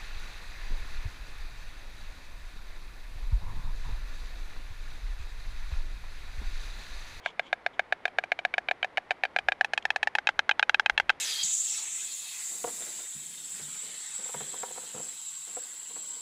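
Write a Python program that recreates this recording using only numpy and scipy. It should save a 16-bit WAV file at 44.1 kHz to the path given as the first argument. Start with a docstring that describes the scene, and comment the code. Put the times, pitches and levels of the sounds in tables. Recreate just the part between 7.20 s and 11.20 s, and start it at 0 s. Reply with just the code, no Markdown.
"""Two storks clatter their bills on the nest at night, over a steady far hush of shaped noise.
One starts alone amid rustling straw, grainy swells of noise; the second joins at its own pace.
Each clap is a noise crack plus damped sines, the resonances of bill and throat, with echo and nest scatter.
Their tone changes as the necks rise and are thrown back; late on, low noise puffs buffet the microphone,
and the same grainy noise gives a short tick, then sizzling tails just after some claps."""
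import sys
import numpy as np
from scipy import signal
from scipy.fft import rfft, irfft
from scipy.io import wavfile

SR = 44100
rng = np.random.default_rng(int(sys.argv[2]) if len(sys.argv) > 2 else 0)


def wav_out(sig):
    """Save sig, one row per channel (or a flat mono array), as 16-bit PCM at SR to the path in sys.argv[1]."""
    wavfile.write(sys.argv[1], SR, np.round(np.clip(np.atleast_2d(sig).T, -1, 1) * 32767).astype(np.int16))


N = 176400  # 4 s

# claps of each bird: t/s, relative level/dB, pitch ratio, brightness/(dB per octave), relative crack level/dB
FIRST_CLAPS = [(0.0601, -2.5, 0.98, -0.7, 0), (0.1946, 0.3, 0.98, -0.3, -3), (0.3285, -1.5, 1, -0.2, 2),
               (0.4629, 0, 1, 0.7, -2.5), (0.5939, 0.35, 1, -0.6, -1.5), (0.724, -0.1, 1.015, -1.5, 0.5),
               (0.854, -0.0, 1.01, -1.5, 1.5), (0.9852, 1.3, 1.006, -0.5, -2),
               (1.1184, 1.6, 1.009, -2.7, -2.5), (1.2502, -0.1, 1.02, 0.6, -0.5),
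               (1.3807, 0.3, 1.025, -1.6, 1), (1.5117, 0.5, 1.026, -1.4, -2.5),
               (1.6448, -4.5, 1.05, -2.9, 2), (1.779, -2.7, 1.04, -4.5, 0), (1.9075, -0.1, 1.063, -2.8, 2),
               (2.0357, 1.1, 1.08, -3, 0), (2.1624, 2, 0.97, -0.8, -1.5), (2.2852, 4, 0.98, -1, -1.5),
               (2.4099, 2.2, 1, -0.5, -0.5), (2.5344, 1.5, 0.994, -0.2, 5.5),
               (2.6527, 0.6, 1.03, -1.5, 3.5), (2.7604, 0.7, 1, -1.3, 5), (2.8724, -0.5, 1.04, -2, 3.5),
               (2.9849, -3, 0.966, -1.5, 1), (3.0893, -1.7, 0.958, 0.5, 6), (3.1916, -4.5, 0.987, 3.5, -2),
               (3.2926, 1.5, 0.98, 0.5, 2.5), (3.3945, 1.3, 0.99, 1, 1), (3.4945, 1.3, 0.97, 0.8, 2.5),
               (3.5963, 0.8, 0.99, -1, 5.5), (3.6969, 0.1, 0.98, 1.2, 4), (3.7988, -1.5, 0.97, 0.2, 8),
               (3.9009, -0.4, 0.96, -0.5, 3)]
SECOND_CLAPS = [(0.8789, -15, 1, -2.5, 5), (1.0379, -9, 0.97, -4.5, 4), (1.1897, -5, 0.96, -2.1, -1),
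                (1.3393, -1.1, 0.95, -1.9, -5), (1.4859, -1.1, 0.97, -1, -10),
                (1.6286, -0.7, 0.97, -0.2, -7), (1.7724, -0.6, 0.92, 1.5, -1),
                (1.9141, -4.4, 0.96, -4, 0.5), (2.0516, -2, 0.987, -0.9, -2),
                (2.1871, -0.6, 1.002, -1.5, 2), (2.32, -1.6, 1, 1.7, 0.5), (2.4455, -2.7, 1.066, -2.5, 8),
                (2.5765, -1, 1.05, 1.5, 6), (2.7038, -0.8, 1.06, 1.3, 5), (2.8295, 0.8, 1.06, 0.2, 7),
                (2.9517, 0.4, 1.064, -0.0, 6), (3.071, 0, 1, 1.4, 1), (3.1916, -3, 0.973, 2, 6),
                (3.3117, -2, 0.96, -1.4, 0), (3.4272, -0.5, 0.95, -0.5, 1.5),
                (3.5443, -0.5, 0.98, 0.5, 3.5), (3.6602, 0.1, 0.97, 0, 1), (3.7771, -0.1, 1.03, -1.2, 4),
                (3.8941, 0.3, 0.98, 0.6, 3.5)]
# neck posture: t/s, posture (0 = bill forward, 1 = bill raised, 2 = head thrown back)
FIRST_NECK = [(1.5, 0.24), (2.04, 0.16), (2.17, 0.71), (2.868, 1.05), (3.08, 2.3)]
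SECOND_NECK = [(1.8, .03), (2.44, 0.65), (2.95, 0.77), (3.12, 1.74)]
# resonances of bill and throat, before the pitch ratio and level changes of each clap:
# t60/s, forward f/Hz, level/dB, raised f/Hz, level/dB, thrown back f/Hz, level/dB
FIRST_BILL = [(0.02,690,-15.5,787,-17.5,874,-14.5), (0.0022,840,-13.5,1040,-11.5,1140,-11),
              (0.011,1520,-48,2580,-24,1526,-8), (0.016,1626,-10,1716,-9,1624,-9),
              (0.012,2150,-10.5,2243,-15.5,2124,-10.5), (0.014,2280,-11.5,2524,-18,2820,-14.5),
              (0.012,2820,-18.5,2920,-22,3350,-16), (0.011,3625,-18,3620,-25,3980,-21),
              (.012,4270,-28.5,4050,-24,3600,-35), (0.0089,5100,-42,4990,-24,5150,-26.5),
              (0.0052,6370,-31,6700,-53,6120,-20.5)]
SECOND_BILL = [(0.021,734,-20,802,-16,877,-18), (0.011,1780,-75,2950,-55,1220,-7),
               (0.016,1660,-15,1635,-8,1690,-8), (0.011,2213,-18.5,2234,-20,2120,-8.5),
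               (0.017,2408,-9.5,2410,-13,2670,-5), (0.014,3150,-17,3020,-20.5,3240,-7),
               (.016,3910,-25,3580,-26.5,4030,-14.5), (0.019,4760,-35.5,4220,-39.5,4000,-27.5),
               (0.011,5100,-59,5240,-21,5170,-35), (0.0086,8200,-58,6518,-31,6830,-32.5)]
# spectral shape of the dry crack of the horn edges: f/Hz, relative level per Hz/dB
CRACK_SPECTRUM = [(2000, 7), (4500, 4.5), (6500, -1.5), (8700, -11.5), (11000, -13), (13500, -27)]
# grainy noises, first three straw rustles, then a short tick, then three sizzling tails of claps:
# middle t/s, half length (to 1/e) t/s, level before graininess/dB
GRAINY_SWELLS = [(.075, 0.033, -45.5), (.265, 0.035, -54.5), (.545, 0.013, -58), (2.627, 0.0028, -44.5),
                 (3.1, 0.015, -53), (3.812, 0.015, -55), (3.912, 0.023, -54)]
# spectral shape shared by the rustles, tick and sizzles: f/Hz, relative level per Hz/dB
GRAINY_SPECTRUM = [(600, -45), (930, 10.5), (1300, -9.5), (1800, -59), (2150, 8), (2310, 5), (2550, -6),
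                   (3110, 5.5), (3350, 5.5), (3900, -10), (4640, -14), (5600, -19), (7000, -17),
                   (8500, -30), (13000, -47)]
# low puffs of air: middle t/s, half length (to 1/e) t/s, level/dB
PUFFS = [(2.26, 0.064, -59.5), (3.16, 0.041, -60), (3.738, 0.021, -51.5), (3.85, 0.057, -61)]
# spectral shape of a puff: f/Hz, relative level per Hz/dB
PUFF_SPECTRUM = [(25, -11), (55, -1), (80, -7), (130, -18), (300, -50)]
# spectral shape of the night background: f/Hz, relative level per Hz/dB
HUSH_SPECTRUM = [(20, -7.5), (35, -11), (60, -4.5), (110, -7), (220, -5), (430, -1.5), (600, -1), (760, 0),
                 (1000, -3.5), (1600, -6), (2100, -5.5), (2700, -14), (3700, -19), (5400, -28.5),
                 (7500, -36), (11500, -39), (13300, -58)]

CLAP_S, BODY_LOW_HZ = 0.08, 450  # length of one clap; lower limit of its direct sound
BRIGHTNESS_PIVOT_HZ = 1600  # brightness tilts the resonances about this frequency
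CONTACT_DB = 1.93  # each clap stirs the resonances a little differently (standard deviation)
RING_BUILD_S, RING_TOP_HZ = 0.00072, 7640  # the ring takes a moment to speak; soft contact dulls its top
CRACK_DB, CRACK_T60_S = -33.5, 0.015
CRACK_BUILD_S = 0.00077  # the long edges do not meet all at once
SPLASH_DB, SPLASH_T60_S = -14, 0.048  # the crack's faint tail, relative to its main decay
ECHO_S, ECHO_DB, ECHO_FALL_DB = 0.0068, -20.5, 13  # delay, level bill forward, fall per unit of posture
NEST_DB, NEST_T60_S, NEST_DELAY_S = -17.5, 0.018, 0.004  # scatter from the twigs
HUSH_DB = -54.5
CUTOFF_HZ = 13800


def stork(claps, neck, bill):
    """Superposition: one bird's claps add up, each coloured by the neck posture at its onset."""
    out = np.zeros(N + SR)  # spare second for the last clap
    neck_times, postures = np.transpose(neck)
    for onset, db, pitch, brightness, crack_db in claps:
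        posture = np.interp(onset, neck_times, postures)
        sound = from_db(db) * clap(bill, posture, pitch, brightness, crack_db)
        start = int(onset * SR)
        out[start:start + len(sound)] += sound
    return out[:N]


def clap(bill, posture, pitch, brightness, crack_db):
    """Impact excitation: meeting mandibles crack and ring, then the surroundings return the knock."""
    t = np.arange(int(CLAP_S * SR)) / SR
    ring = hollow_ring(t, bill, posture, pitch, brightness)
    crack = edge_crack(t, crack_db)
    highpass = signal.butter(5, BODY_LOW_HZ, "high", fs=SR, output="sos")
    knock = signal.sosfilt(highpass, ring + crack)
    return knock + near_echo(t, knock, posture) + nest_scatter(t, knock)


def hollow_ring(t, bill, posture, pitch, brightness):
    """Modal resonance: the hollow of bill and throat sounds as a sum of exponentially damped sines."""
    modes = np.array(bill)
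    # triangular weights mix the two nearest postures
    blend = np.maximum(0, 1 - abs(np.clip(posture, 0, 2) - np.arange(3)))
    t60 = modes[:, :1]
    hz = pitch * modes[:, 1::2] @ blend
    db = modes[:, 2::2] @ blend
    tilt_db = brightness * np.log2(hz / BRIGHTNESS_PIVOT_HZ)
    contact_db = CONTACT_DB * rng.standard_normal(len(hz))
    gains = from_db(db + tilt_db + contact_db)
    partials = dying(t, t60) * np.sin(2 * np.pi * hz[:, None] * t)
    build_up = 1 - np.exp(-t / RING_BUILD_S)
    lowpass = signal.butter(4, RING_TOP_HZ, fs=SR, output="sos")
    return signal.sosfilt(lowpass, gains @ partials * build_up)


def edge_crack(t, crack_db):
    """Broadband impact: the horn edges give a noise burst with a fast decay and a slower faint tail."""
    decay = dying(t, CRACK_T60_S) + from_db(SPLASH_DB) * dying(t, SPLASH_T60_S)
    build_up = 1 - np.exp(-t / CRACK_BUILD_S)
    return from_db(CRACK_DB + crack_db) * noise(CRACK_SPECTRUM, len(t)) * decay * build_up


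def near_echo(t, knock, posture):
    """Specular reflection: one delayed copy of the knock, weaker as the bill turns upward."""
    gain = from_db(ECHO_DB - ECHO_FALL_DB * posture)
    return gain * np.interp(t - ECHO_S, t, knock, left=0)


def nest_scatter(t, knock):
    """Diffuse scattering: convolution with decaying noise stands for many weak returns from twigs."""
    twigs = rng.standard_normal(len(t)) * dying(t, NEST_T60_S) * (t > NEST_DELAY_S)
    unit_energy = twigs / np.linalg.norm(twigs)
    return from_db(NEST_DB) * signal.fftconvolve(knock, unit_energy)[:len(t)]


def rustles_tick_and_sizzles(grains_per_s=900, rough_db=3):
    """Amplitude modulation: a rapid random level makes swells of coloured noise grainy, as in dry rubbing."""
    grain_position = np.arange(N) / SR * grains_per_s
    grains = np.interp(grain_position, np.arange(N), rng.standard_normal(N))
    return swells(GRAINY_SWELLS) * from_db(rough_db * grains) * noise(GRAINY_SPECTRUM, N)


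def air_puffs():
    """Pressure fluctuation: soft puffs on the microphone are swells of low-frequency noise."""
    return swells(PUFFS) * noise(PUFF_SPECTRUM, N)


def night_hush():
    """Stationary noise: the far hush keeps a constant colour and mean level."""
    return from_db(HUSH_DB) * noise(HUSH_SPECTRUM, N)


def swells(rows):
    """Amplitude envelope: the sum of Gaussian rises and falls."""
    t = np.arange(N) / SR
    return sum(from_db(db) * np.exp(-((t - middle) / half) ** 2) for middle, half, db in rows)


def noise(spectrum, size):
    """Spectral shaping: white noise is weighted in frequency, then scaled to unit standard deviation."""
    hz, db = np.transpose(spectrum)
    f = np.maximum(np.arange(size // 2 + 1) * SR / size, 1)  # keeps the logarithm finite
    weights = from_db(np.interp(np.log(f), np.log(hz), db))
    x = irfft(rfft(rng.standard_normal(size)) * weights, size)
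    return x / x.std()


def dying(t, t60):
    """Exponential damping: the amplitude is 60 dB down at t60."""
    return np.exp(-np.log(1000) * t / t60)


def from_db(db):
    """Logarithmic level: decibels become an amplitude gain."""
    return 10 ** (np.asarray(db) / 20)


def scene():
    """Linear superposition: both birds, the grainy noises and the night air add in one channel."""
    first = stork(FIRST_CLAPS, FIRST_NECK, FIRST_BILL)
    second = stork(SECOND_CLAPS, SECOND_NECK, SECOND_BILL)
    return (first + second + rustles_tick_and_sizzles() + night_hush() + air_puffs())[None]


def record(dry):
    """Band limitation: a steep low-pass filter puts the top 60 dB down from the cutoff upward."""
    lowpass = signal.cheby2(14, 60, CUTOFF_HZ, fs=SR, output="sos")
    return signal.sosfilt(lowpass, dry)


dry = scene()
out = record(dry)
wav_out(out)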